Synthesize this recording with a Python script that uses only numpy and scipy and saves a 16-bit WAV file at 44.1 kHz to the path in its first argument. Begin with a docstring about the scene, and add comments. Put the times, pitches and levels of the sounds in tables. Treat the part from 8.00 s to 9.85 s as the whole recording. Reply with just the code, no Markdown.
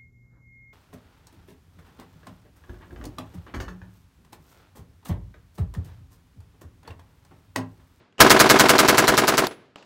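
"""Rifle burst on a gravel range

An automatic rifle fires thirteen rounds close to a small microphone. Each blast overloads it and
comes back, dull, from walls of stacked tyres. The bolt slams shut between rounds and the steel
rings on. After the burst the rifle clacks and rustles as it is handled."""
import sys
import numpy as np
from scipy import signal
from scipy.fft import rfft, irfft
from scipy.io import wavfile
from scipy.ndimage import uniform_filter1d

SR = 44100
rng = np.random.default_rng(int(sys.argv[2]) if len(sys.argv) > 2 else 0)


def master(y):
    """Save y as 16-bit WAV."""
    cut = np.clip(np.atleast_2d(y).T, -1, 1)
    pcm = np.round(cut * 32767)  # scale
    wavfile.write(sys.argv[1], SR, pcm.astype(np.int16))


N = 81585
EVENT_SAMPLES = 2 ** 15


def amp(db):
    """Decibels to gain."""
    return 10 ** (np.asarray(db) / 20)


def unit(x):
    """Scale to rms 1."""
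    return x / np.sqrt(np.mean(x ** 2) + 1e-20)


def lookup(points, hz, column=1):
    """Interpolate a table column over log frequency."""
    table = np.array(points)
    return np.interp(np.log(hz + 1), np.log(table[:, 0]), table[:, column])


def add(mix, start_s, sound):
    """Mix a sound in at start_s."""
    part = mix[round(start_s * SR):][:len(sound)]
    part += sound[:len(part)]


def noise(spectrum, size=EVENT_SAMPLES):
    """Shaped noise, rms 1."""
    gain = amp(lookup(spectrum, np.fft.rfftfreq(size, 1 / SR)))
    return unit(irfft(rfft(rng.standard_normal(size)) * gain, size))


def even_noise_spectrum():
    """Spectrum of white noise with its energy evened out over time and frequency."""
    x = rng.standard_normal(EVENT_SAMPLES)
    for size in (2048, 256, 1024, 512) * 2:
        frames = signal.stft(x, nperseg=size)[2]
        x = signal.istft(frames / (abs(frames) + 1e-12), nperseg=size)[1][:EVENT_SAMPLES]
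    return rfft(unit(x))


def envelope(rise_s, t60_s, hold_s=0, delay_s=0):
    """Linear rise, hold, exponential decay."""
    t = np.arange(EVENT_SAMPLES) / SR - delay_s
    decay = np.exp(-np.log(1000) * np.maximum(t - rise_s - hold_s, 0) / t60_s)
    return np.clip(t / rise_s, 0, 1) * decay


def pulse(delay_s, hz, half_s):
    """Pressure wave of a few cycles in a Gaussian window."""
    t = np.arange(EVENT_SAMPLES) / SR - delay_s
    return np.exp(-(t / half_s) ** 2) * np.cos(2 * np.pi * hz * t)


# Background spectrum: f/Hz, level/dB
AIR_SPECTRUM = [(20, -30.5), (50, -14.5), (100, 0), (350, -1), (750, -9.5), (1500, -11), (4400, -22),
                (8500, -39), (15000, -55.5)]
# Background contour: t/s, level/dB
AIR_CONTOUR = [(0, -55.5), (0.111, -65), (1.6, -45), (1.73, -54), (1.85, -64)]


def air():
    """Faint outdoor background."""
    level_db = np.interp(np.arange(N) / SR, *np.transpose(AIR_CONTOUR))
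    return noise(AIR_SPECTRUM, size=N) * amp(level_db)


# Clicks (rows 1-4), growing louder into the first shot; handling clacks (5-7): t/s, level/dB, T60/s
TRANSIENTS = [(0.125, -59.5, 0.027), (.181, -38, 0.087), (0.1917, -26, .08), (0.1992, -17.5, 0.072),
              (1.758, -23, 0.015), (1.782, -40, 0.038), (1.825, -38.5, 0.055)]
# Transient spectrum: f/Hz, level/dB
TRANSIENT_SPECTRUM = [(30, -26), (120, -8.5), (300, 0), (650, 0.5), (950, -6), (1350, -3), (2100, -14),
                      (2950, -2), (3900, -20), (5100, -15), (6000, -21), (7100, -16), (9000, -31),
                      (16000, -42)]
# Rustle spectrum: f/Hz, level/dB
RUSTLE_SPECTRUM = [(30, -28), (100, 0), (300, 7), (700, 5), (2000, -7), (4200, -7), (7000, -17),
                   (10000, -39), (16000, -44)]


def lead_in_and_handling():
    """Clicks that grow louder into the first shot; later the handled rifle clacks, rustles."""
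    out = np.zeros(N)
    for start_s, db, t60_s in TRANSIENTS:
        add(out, start_s, amp(db) * noise(TRANSIENT_SPECTRUM) * envelope(rise_s=0.001, t60_s=t60_s))
    rustle = amp(-41.5) * noise(RUSTLE_SPECTRUM) * envelope(rise_s=0.007, t60_s=0.9)
    add(out, start_s=1.76, sound=rustle)
    return out


# Shot spectra: f/Hz, blast/dB, tyre scatter/dB, tail/dB
SHOT_SPECTRA = [(25, -30, -33.5, -34.5), (58.6, -9, -14.5, -10), (136, -4, -5, -3), (350, -4, 6, 7.5),
                (740, -4, -1.5, -5.5), (1450, 1.5, -2, -11), (2680, -7, -8, -7.5), (5600, -6.5, -14, -26.5),
                (9500, -14.5, -26, -25), (16000, -16.5, -35.5, -30.5)]
# Blast decay: f/Hz, T60/s
BLAST_DECAY = [(60, .2), (400, 0.12), (1500, 0.081), (5000, .066), (14000, 0.062)]
# Scattering surfaces: delay/s, level/dB
WALLS = [(0.0137, 1.5), (0.0408, -1), (0.0598, 1.5), (0.131, -16)]


def range_response(centres_hz, band_shares):
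    """Power per band over time: blast with near tail and duller far tail; wall scatter."""
    powers = (amp(lookup(SHOT_SPECTRA, centres_hz, column)) ** 2 for column in (1, 2, 3))
    blast_bands, scatter_bands, tail_bands = (p[:, None] / (p @ band_shares) for p in powers)
    blast_t60_s = lookup(BLAST_DECAY, centres_hz)[:, None]
    blast = (amp(-5.5) * envelope(rise_s=1 / SR, t60_s=blast_t60_s, hold_s=0.013)) ** 2
    scatter = sum((amp(db - 13) * envelope(rise_s=0.0017, t60_s=0.12, delay_s=delay_s)) ** 2
                  for delay_s, db in WALLS)
    near = (amp(-23.5) * envelope(rise_s=0.05, t60_s=0.34)) ** 2
    far = (amp(-42) * envelope(rise_s=0.05, t60_s=0.86)) ** 2
    far_lowpass = 1 / (1 + (centres_hz[:, None] / 2500) ** 4)
    return blast_bands * blast + tail_bands * (near + far * far_lowpass), scatter_bands * scatter


# Rounds: t/s, blast/dB, echoes/dB, thump/dB
ROUNDS = [(0.2037, 2.5, 1, 9.5), (0.3034, -0.5, -0.5, -18), (.399, -0.5, 0, -12), (0.4984, -1, 1.5, -1),
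          (0.5953, -0.5, 1.5, -10), (0.6922, 0, 1, -13), (0.7879, 0.5, 1.5, -18), (0.8842, 1, 0.5, 1),
          (0.9797, 1, 1, 3), (1.0785, 0, 1.5, 10), (1.1765, 0, 1, 4), (1.2787, 0, 1, -7),
          (1.378, 0, 0.5, 5)]
# Noise common to all rounds: f/Hz, power share
COMMON_SHARE = [(40, 0.74), (300, 0.89), (1500, 0.62), (3500, 0.52), (8000, 0.2), (16000, 0.24)]
# Peaks reinforced by reflections: f/Hz
PEAKS_HZ = [131, 167, 295, 358, 394, 451, 496, 645, 786, 1007, 1057, 1238, 1322, 1492, 1660, 2166]
# Boost per peak: level/dB
PEAKS_DB = [3, 1.6, 1, 4, 1.7, 2.9, 4.45, 5.6, 2.5, 4, 3.4, 4.3, 4, 2.4, 5, 5.7]
PEAK_WIDTH_HZ = 29


def shots():
    """Each round excites nearly the same dense reflections, with a low thump of muzzle gas."""
    hz = np.fft.rfftfreq(EVENT_SAMPLES, 1 / SR)
    centres_hz = np.geomspace(25, 16000, 22)
    bands = np.array([np.interp(hz, centres_hz, row) for row in np.eye(len(centres_hz))])
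    blast_power, scatter_power = range_response(centres_hz, bands.mean(1))
    thump = amp(-31) * pulse(delay_s=0.0221, hz=55, half_s=0.014)
    boost_db = sum(db * np.exp(-((hz - peak_hz) / PEAK_WIDTH_HZ) ** 2)
                   for peak_hz, db in zip(PEAKS_HZ, PEAKS_DB))
    share = lookup(COMMON_SHARE, hz)
    common = np.sqrt(share) * even_noise_spectrum()
    out = np.zeros(N)
    for start_s, blast_db, echo_db, thump_db in ROUNDS:
        fresh = np.sqrt(1 - share) * rfft(rng.standard_normal(EVENT_SAMPLES))
        band_noise = irfft(bands * amp(boost_db) * (common + fresh))
        band_gains = np.sqrt(amp(blast_db) ** 2 * blast_power + amp(echo_db) ** 2 * scatter_power)
        report = (band_noise * band_gains).sum(0)
        add(out, start_s, report + amp(echo_db) * echoes() + amp(thump_db) * thump)
    return out


# Distinct echoes: delay/s, f/Hz, half length/s, level/dB
ECHOES = [(0.013, 598, 0.0016, -6.5), (.045, 344, 0.0021, -4), (.0478, 672, 0.0015, -6),
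          (.0458, 1600, 0.00089, -11.5), (0.057, 779, .0014, -14.5), (.06, 330, .0022, -10.5),
          (0.0604, 1150, 0.00075, -4), (.066, 450, .0024, -10), (.0703, 840, 0.0018, -8),
          (0.077, 650, 0.0012, -14)]
ECHO_SPREAD_DB, ECHO_PITCH_SPREAD = 1.0, 0.04


def echoes():
    """Tyre stacks and nearby objects return short, dull thuds, slightly different each round."""
    out = np.zeros(EVENT_SAMPLES)
    for delay_s, hz, half_s, db in ECHOES:
        gain = amp(rng.normal(db, ECHO_SPREAD_DB))
        out += gain * pulse(delay_s, hz * rng.normal(1, ECHO_PITCH_SPREAD), half_s)
    return out


# Steel modes: f/Hz
STEEL_HZ = [2960, 7698, 9986]
# Ring per mode: level/dB, T60/s
STEEL_DECAY = [(-51, .5), (-41, 0.098), (-40.5, 0.26)]
KNOCK_RISE_S = 0.0014


def steel_ring():
    """Thin ring of the rifle's steel after a knock."""
    t = np.arange(EVENT_SAMPLES) / SR
    return sum(amp(db) * envelope(KNOCK_RISE_S, t60_s) * np.sin(2 * np.pi * (hz * t + rng.random()))
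               for hz, (db, t60_s) in zip(STEEL_HZ, STEEL_DECAY))


# Bolt slam spectrum: f/Hz, level/dB
BOLT_SPECTRUM = [(200, -13.5), (1000, 2.5), (1900, -11.5), (3400, -8.5), (4300, 2.5), (5000, -1.5),
                 (6300, -7.5), (9000, -16.5), (16000, -15)]
BOLT_LEAD_S, BOLT_DB = 0.0069, -12
LAST_BOLT_S, LAST_BOLT_DB = 1.468, -10
RECOIL_DELAY_S, RECOIL_RING_DB = 0.02, 5.5


def bolt():
    """Thrown back by each round, the bolt slams shut before the next and once more at the end."""
    out = np.zeros(N)
    closings = [(shot_s - BOLT_LEAD_S, BOLT_DB) for shot_s, *_ in ROUNDS[1:]]
    for start_s, db in closings + [(LAST_BOLT_S, LAST_BOLT_DB)]:
        slam = amp(db) * noise(BOLT_SPECTRUM) * envelope(KNOCK_RISE_S, t60_s=0.012, hold_s=0.0011)
        add(out, start_s, slam + steel_ring())
    for shot_s, *_ in ROUNDS:
        add(out, shot_s + RECOIL_DELAY_S, amp(RECOIL_RING_DB) * steel_ring())
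    return out


def scene():
    """Rifle, range and background, mono."""
    return (shots() + bolt() + lead_in_and_handling() + air())[None]


LOUD_DB, DUCK_DB_PER_S, OUTPUT_DB = -31.5, 7, 0.5
CUTOFF_HZ = 15800


def record(dry):
    """Microphone overload, gain control that turns down steadily while it is loud, low-pass."""
    clipped = np.tanh(dry)
    power = uniform_filter1d(clipped[0] ** 2, size=2048)
    loud_s = np.cumsum(power / (power + amp(LOUD_DB) ** 2)) / SR
    ducked = clipped * amp(OUTPUT_DB - DUCK_DB_PER_S * loud_s)
    lowpass = signal.firwin(511, CUTOFF_HZ, window=("kaiser", 9), fs=SR)
    return signal.oaconvolve(ducked, lowpass[None], "same")


dry = scene()
out = record(dry)
master(out)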